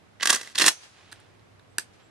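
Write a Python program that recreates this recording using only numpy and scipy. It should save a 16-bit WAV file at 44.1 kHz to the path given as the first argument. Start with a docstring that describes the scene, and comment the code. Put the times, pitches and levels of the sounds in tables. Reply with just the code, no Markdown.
"""Racking a pump-action shotgun

The action slides back and forward outdoors: friction and clashes excite the modes of the steel,
and the slide thumps at its end stops. Soft handling follows, a tick, then the click of the hammer.
The ground and an earth bank answer, and a gain control ducks the loudest moments.
Behind it lie faint air noise, a distant rumble and two thin bird notes."""
import sys
import numpy as np
from scipy import signal
from scipy.fft import rfft, irfft
from scipy.io import wavfile
from scipy.ndimage import uniform_filter1d

SR = 44100
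rng = np.random.default_rng(int(sys.argv[2]) if len(sys.argv) > 2 else 0)


def int16_out(signal):
    """Quantize to a 16-bit WAV file."""
    q = np.round(np.clip(np.atleast_2d(signal).T, -1, 1) * 32767)
    wavfile.write(sys.argv[1], SR, q.astype(np.int16))


N = 92610
TIME_S = np.arange(N) / SR
FREQ_HZ = np.fft.rfftfreq(2 * N, 1 / SR)


def amp(db):
    """Amplitude grows tenfold for every 20 dB."""
    return 10 ** (np.asarray(db) / 20)


def unit_rms(x):
    """Normalisation to a mean power of one."""
    return x / np.sqrt(np.mean(x ** 2) + 1e-20)


def add(track, start_s, piece):
    """Superposition: a short sound sums into a track."""
    track[..., round(start_s * SR):][..., :piece.shape[-1]] += piece


def spectrum(points):
    """A spectral envelope joins (frequency_hz, gain_db) points on a log frequency axis."""
    hz, db = np.transpose(points)
    return amp(np.interp(np.log(FREQ_HZ + 1), np.log(hz + 1), db))


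def minimum_phase(gain):
    """Folding the cepstrum gives a causal response with this gain."""
    cepstrum = irfft(np.log(np.maximum(gain, 1e-6)))
    cepstrum[1:N] *= 2
    cepstrum[N + 1:] = 0
    return np.exp(rfft(cepstrum))


def filtered(x, response):
    """Convolution in time is multiplication in frequency."""
    return irfft(rfft(x, 2 * N) * response)[..., :N]


def resonance(hz, width_hz):
    """A damped oscillator responds most at its natural frequency."""
    damping = 1j * FREQ_HZ * width_hz
    return damping / (hz ** 2 - FREQ_HZ ** 2 + damping)


# Spectrum of the air noise: frequency_hz, gain_db
AIR_SPECTRUM = [(15, -48.5), (25, -22.5), (102, -11), (500, -16.5), (2100, -24.5), (11800, -43.5),
                (13000, -66)]

def background():
    """Filtered noise: a broad band is heard as air, a narrow low band as distant rumble."""
    air = unit_rms(filtered(rng.standard_normal((2, N)), spectrum(AIR_SPECTRUM)))
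    rumble = unit_rms(filtered(rng.standard_normal(N), resonance(hz=100.7, width_hz=19) ** 2))
    return (amp(-57.5) * air + amp(-64) * rumble) * amp([[-1], [1]])  # louder on the right


def grit(depth_db, size=N):
    """Tiny uneven contacts modulate noise. Rows: common to both microphones, differing between them."""
    noise = rng.standard_normal((2, size))
    roughness = unit_rms(uniform_filter1d(rng.standard_normal(size), size=16))
    return unit_rms(noise * amp(depth_db * roughness))


def burst(start_s, hold_s, t60_s, size=N, attack_s=0.0003):
    """A transient's envelope rises, holds and decays exponentially."""
    t = np.arange(size) / SR - start_s
    return np.clip(t / attack_s, 0, 1) * amp(-60 * np.maximum(t - hold_s, 0) / t60_s)


def chatter(length_s, t60_s, size=4096):
    """An impact is a run of tiny hard contacts, so its energy spreads evenly over frequency."""
    envelope = burst(0, length_s, t60_s, size)
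    contacts = envelope * grit(depth_db=3, size=size)
    whitened = irfft(np.exp(1j * np.angle(rfft(contacts))))
    return unit_rms(whitened * np.sqrt(envelope)) * np.sqrt(np.mean(envelope ** 2))


def struck_part(force, hz, width_hz):
    """A small steel part rings in one mode, in proportion to the force on it."""
    mode = signal.iirpeak(hz, hz / width_hz, SR)
    return force.std() * unit_rms(signal.lfilter(*mode, force))


def radiate(force, body, treble_hz, bass_hz=753.6):
    """Source and filter: the bass, middle and treble of a force drive a body's response."""
    bass = 1 / (1 + (FREQ_HZ / bass_hz) ** 4)
    treble = 1 - 1 / (1 + (FREQ_HZ / treble_hz) ** 6)
    low, middle, high = rfft(force, 2 * N)
    drive = low * bass + middle * (1 - bass - treble) + high * treble
    return irfft(drive * body)[:, :N]


# Broad response of the whole gun: frequency_hz, gain_db
BODY_SPECTRUM = [(40, -42), (189, -16), (294, -10.5), (600, -12), (1030, -9), (1290, -8), (1910, 3.5),
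                 (2270, -9), (2690, 1), (3050, -5.5), (3530, -1.5), (9220, -6.5), (11000, -13.5),
                 (12700, -16.5), (14000, -30.5)]

def steel_body(modes):
    """Modes add in power to the gun's broad response; the slower the decay, the narrower the peak."""
    power = unit_rms(spectrum(BODY_SPECTRUM)) ** 2
    for hz, db, t60_s in modes:
        peak = abs(resonance(hz, width_hz=np.log(1000) / np.pi / t60_s))
        power += (amp(db - 3) * unit_rms(peak)) ** 2
    return minimum_phase(np.sqrt(power))


# Clashes of steel parts: start_s, level_db, length_s, bass_db, treble_db, part_hz, part_db
CLASHES = [(0.1987, -48.5, 0.006, 7, -28, 2000, 4.5), (0.208, -35, 0.0028, 7.5, -36, 3000, -0.5),
           (0.2195, -33.5, 0.0056, -4.5, -10, 2000, -7.5), (0.226, -27, 0.003, -2, -9.5, 1880, -10),
           (0.2286, -17.5, 0.0042, -4, -3, 2020, -17), (0.2556, -20, 0.004, 2, 4, 1640, -5.5),
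           (0.2717, -16, 0.0039, -9.5, 2, 3170, -12.5), (0.2938, -15, 0.0048, -3, 3.5, 1560, -5),
           (0.2989, -11, 0.0025, 3, 1.5, 3340, -6.5), (0.3033, -10, 0.0013, 8, 10, 1130, -7.5),
           (0.3267, -19.5, 0.0071, -3, 8, 1170, -1.5), (0.3473, -20, 0.0014, -4, 7.5, 6000, 1.5),
           (0.357, -26, 0.0071, 11.5, 9, 1430, -5.5), (0.412, -32, .002, 12, 3.5, 2600, -15),
           (0.431, -40, 0.0011, 2, 7, 1950, 2.5), (0.474, -39, 0.0011, 10, -1.5, 1990, 0),
           (0.5489, -38.5, 0.0036, -11, -10.5, 1890, -6), (0.555, -22.5, 0.0017, -7.5, -7, 4500, -8),
           (0.579, -22.5, 0.0032, -13, -4.5, 3320, 0), (0.5845, -15.5, 0.0022, -17.5, 3.5, 3754, -2.5),
           (0.596, -19, 0.007, 7, -1, 1820, -13.5), (0.6117, -13.5, 0.0068, -1, -5.5, 2950, -9.5),
           (0.6186, -10, 0.0045, 5, -3, 1880, -15), (0.6407, -17, 0.0041, 13, -6.5, 1850, -2.5),
           (0.65, -19, 0.01, 4, 0.5, 9240, -5.5), (0.662, -10, 0.0032, 7.5, 7.5, 2680, -9),
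           (0.6706, -13, 0.0029, 8, 5.5, 7880, 1), (0.6778, -11.5, 0.0039, 6, 1.5, 1740, -2),
           (0.681, -6.5, 0.0027, 0.5, 7, 2870, -11.5), (0.6865, -11, 0.0031, -8.5, 5, 1472, -9)]
# Fore-end rubbing along the tube, back stroke then forward stroke: time_s, level_db
SLIDE_STROKES = [
    [(.205, -63), (.24, -37.5), (.25, -40), (.285, -28), (.34, -22.5), (.372, -36.5), (.43, -42),
     (.53, -53)],
    [(.55, -43), (.575, -37), (.595, -28), (.61, -21.5), (.628, -18), (.655, -27), (.69, -33),
     (.715, -34.5)],
]
# Modes of receiver and barrel, opening then closing: pitch_hz, relative_db, t60_s
STEEL_MODES = [
    [(222, -30.5, .25), (1144, -12, .09), (1628, -8, 0.082), (2000, -11.5, .1), (3250, -9, .04),
     (4600, -12.5, .03), (5450, -11.5, .03), (6084, -10.5, 0.033)],
    [(324, -23.5, 0.089), (1077, -13, .03), (1789, -13, .06), (2730, -12, 0.027), (3355, -11, 0.037),
     (4210, -10, .06), (5540, -9.5, 0.033), (7000, -12.5, .03), (9100, -12.5, .04)],
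]

def pump_action():
    """Impact and sliding friction force the gun to vibrate, in different modes as it opens and closes."""
    force, sound = np.zeros((3, 2, N)), np.zeros((2, N))
    for start_s, db, length_s, bass_db, treble_db, part_hz, part_db in CLASHES:
        clash = amp(db) * chatter(length_s, t60_s=0.023)
        add(force, start_s, amp([bass_db, 0, treble_db])[:, None, None] * clash)
        add(sound, start_s, amp(part_db) * struck_part(clash, part_hz, width_hz=150))
    friction_bands = amp([5.5, 0, 0.5])[:, None, None]  # bass, middle, treble
    for stroke in SLIDE_STROKES:
        times_s, db = np.transpose(stroke)
        sliding = (TIME_S > times_s[0]) * (TIME_S < times_s[-1])
        pressure = amp(np.interp(TIME_S, times_s, db)) * sliding
        force += friction_bands * pressure * grit(depth_db=4.5)
    opening = TIME_S < SLIDE_STROKES[0][-1][0]  # until the back stroke ends
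    for during, modes in zip([opening, ~opening], STEEL_MODES):
        sound += radiate(force * during, steel_body(modes), treble_hz=5650)
    return sound


def damped_sine(start_s, db, hz, t60_s):
    """Free vibration of one mode dies away exponentially."""
    t = np.maximum(TIME_S - start_s, 0)
    return amp(db - 60 * t / t60_s) * np.sin(2 * np.pi * hz * t)


# The slide hitting its end stops: start_s, level_db
STOP_IMPACTS = [(0.299, -35.5), (.678, -31)]

def end_stops():
    """Each sudden stop excites a low, heavily damped vibration: a thump."""
    return sum(damped_sine(start_s, db, hz=62, t60_s=0.04) for start_s, db in STOP_IMPACTS)


# High modes struck as the bolt locks: pitch_hz, relative_db, t60_s
BOLT_MODES = [(5647, -4, .26), (6266, 0, .31), (9925, -4, .25)]

def bolt_lock(start_s=0.681, level_db=-29):
    """Lightly damped modes keep the steel singing after the bolt locks."""
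    return sum(damped_sine(start_s, level_db + db, hz, t60_s) for hz, db, t60_s in BOLT_MODES)


# Soft handling rustle, then at 2 s a faint echo of the hammer click from the bank: time_s, level_db
HANDLING_AND_ECHO_LEVELS = [(0.929, -59.5), (.99, -54), (1.08, -58), (1.2, -61), (1.32, -71), (1.88, -100),
                            (2.0, -62), (2.1, -77.5)]
# Spectrum shared by rustle and echo: frequency_hz, gain_db
HANDLING_AND_ECHO_SPECTRUM = [(100, -18), (500, 3), (3000, 3.5), (6000, -7.5), (10000, -19), (13000, -41)]

def handling_and_echo():
    """Swells of uneven noise stand for handling friction, then the bank's diffuse echo of the hammer."""
    times_s, db = np.transpose(HANDLING_AND_ECHO_LEVELS)
    envelope = amp(np.interp(TIME_S, times_s, db)) * (TIME_S > times_s[0])
    return envelope * unit_rms(filtered(grit(depth_db=3.5), spectrum(HANDLING_AND_ECHO_SPECTRUM)))


# Clicks of trigger and hammer: start_s, level_db, length_s, treble_db, part_hz, part_db
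TRIGGER_CLICKS = [(1.116, -48, 0.0009, 0.5, 4340, -6), (1.1213, -41, 0.0027, -10.5, 4270, -4),
                  (1.1249, -35.5, 0.0034, -5, 3480, -14), (1.2, -58, 0.0022, -7, 8830, 0.5),
                  (1.3945, -59.5, 0.0011, -16, 4020, -1), (1.594, -53, 0.0042, -16, 3750, -8),
                  (1.783, -18.5, 0.0026, 1, 4700, -17.5), (1.7957, -37, .0006, 8, 5000, -3.5)]
# Modes of the trigger group: pitch_hz, width_hz, relative_db
TRIGGER_MODES = [(344, 90, -2), (976, 100, -12), (1580, 63, 5), (1714, 155, 7.5), (2383, 123, 0.5),
                 (2716, 136, -3), (3925, 137, -1.5), (4720, 610, -3), (6060, 450, -3), (7480, 244, -1.5),
                 (7820, 143, -0.5), (8530, 370, 2)]

def trigger_group():
    """Brief impacts on well-damped modes are heard as clicks; each also rings a small part of its own."""
    force, parts = np.zeros((3, 2, N)), np.zeros((2, N))
    for start_s, db, length_s, treble_db, part_hz, part_db in TRIGGER_CLICKS:
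        snap = amp(db) * chatter(length_s, t60_s=0.012)
        add(force, start_s, amp([0, 0, treble_db])[:, None, None] * snap)
        add(parts, start_s, amp(part_db) * struck_part(snap, part_hz, width_hz=450))
    modes = sum(amp(db) * resonance(hz, width_hz) for hz, width_hz, db in TRIGGER_MODES)
    crack = amp(-14) * unit_rms(spectrum(BODY_SPECTRUM))
    body = minimum_phase(np.hypot(unit_rms(abs(modes)), crack))
    return parts + radiate(force, body, treble_hz=2366)


# Distant bird notes: start_s, length_s, pitch_hz, rise_hz, level_db
BIRD_NOTES = [(1.697, 0.0517, 7400, 798, -74), (2.019, 0.062, 7630, 30.1, -70)]

def birds():
    """Frequency modulation: each whistle is a pure tone whose pitch rises and falls in an arch."""
    sound = np.zeros(N)
    for start_s, length_s, hz, rise_hz, db in BIRD_NOTES:
        arch = np.sin(np.pi * np.clip((TIME_S - start_s) / length_s, 0, 1))
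        phase = 2 * np.pi * np.cumsum(hz + rise_hz * arch) / SR
        sound += amp(db) * np.sqrt(abs(arch)) * np.sin(phase)
    return sound


# Scatter from nearby ground: frequency_hz, gain_db
GROUND_SPECTRUM = [(100, -22.5), (500, -11), (2000, -16), (8000, -10), (13000, -14.5)]

def ground_scatter(x):
    """Diffuse reflection gives each microphone its own short, decaying tail."""
    reflected = filtered(x, minimum_phase(spectrum(GROUND_SPECTRUM)))
    tail = rng.standard_normal((2, N)) * burst(start_s=0.0033, hold_s=0, t60_s=0.13)
    tail /= np.linalg.norm(tail, axis=1, keepdims=True)
    return filtered(reflected, rfft(tail, 2 * N))


# Returns from the ground, the earth bank and the wider surroundings: level_db, delay_s, t60_s
REFLECTIONS = [(-19, 0.0085, 0.15), (-36.5, .15, .22), (-32.5, 0.022, 1)]
# Spectrum of their reverberation: frequency_hz, gain_db
REVERB_SPECTRUM = [(100, -12.5), (400, 1.5), (2000, 2.5), (5000, 1), (9500, -6.5), (12500, -24.5)]

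def reverberation(x):
    """Countless reflections add incoherently, into noise that trails the power of the source."""
    decay = sum((amp(db) * unit_rms(burst(delay_s, 0, t60_s))) ** 2
                for db, delay_s, t60_s in REFLECTIONS) / N
    power = abs(filtered(x ** 2, rfft(decay, 2 * N)))
    return np.sqrt(power) * unit_rms(filtered(rng.standard_normal((2, N)), spectrum(REVERB_SPECTRUM)))


# Sound that differs between the two microphones: frequency_hz, gain_db
SIDE_SPECTRUM = [(100, -13), (1200, -11), (4000, -7), (12000, -11.5)]

def direct_path(common, differing, pan_db=3.5, left_lag_s=2.6e-5):
    """Differences in level and arrival time place the gun slightly to the right."""
    side = np.array([[1], [-1]])
    stereo = common + side * filtered(differing, spectrum(SIDE_SPECTRUM))
    delay = np.exp(-1j * np.pi * side * FREQ_HZ * left_lag_s)
    return filtered(stereo, amp(-side * pan_db / 2) * delay)


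def scene():
    """The gun's direct sound, its reflections and the distant sources superpose."""
    common, differing = pump_action() + trigger_group() + handling_and_echo()
    common += end_stops() + bolt_lock()
    gun = direct_path(common, differing) + ground_scatter(common) + reverberation(common)
    return gun + background() + birds()


def record(dry):
    """Automatic gain control ducks loud sounds and recovers steadily; clipping and a low-pass follow."""
    threshold_db, slope, recovery_db_per_s = -25.5, 0.41, 18
    ceiling, cutoff_hz = 0.85, 13200
    power = uniform_filter1d(np.mean(dry ** 2, axis=0), size=882)  # 20 ms average
    excess_db = np.maximum(10 * np.log10(abs(power) + 1e-12) - threshold_db, 0)
    recovery_db = recovery_db_per_s * TIME_S
    cut_db = np.maximum.accumulate(slope * excess_db + recovery_db) - recovery_db
    clipped = np.clip(dry * amp(-cut_db), -ceiling, ceiling)
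    return filtered(clipped, 1 / np.sqrt(1 + (FREQ_HZ / cutoff_hz) ** 70))


dry = scene()
out = record(dry)
int16_out(out)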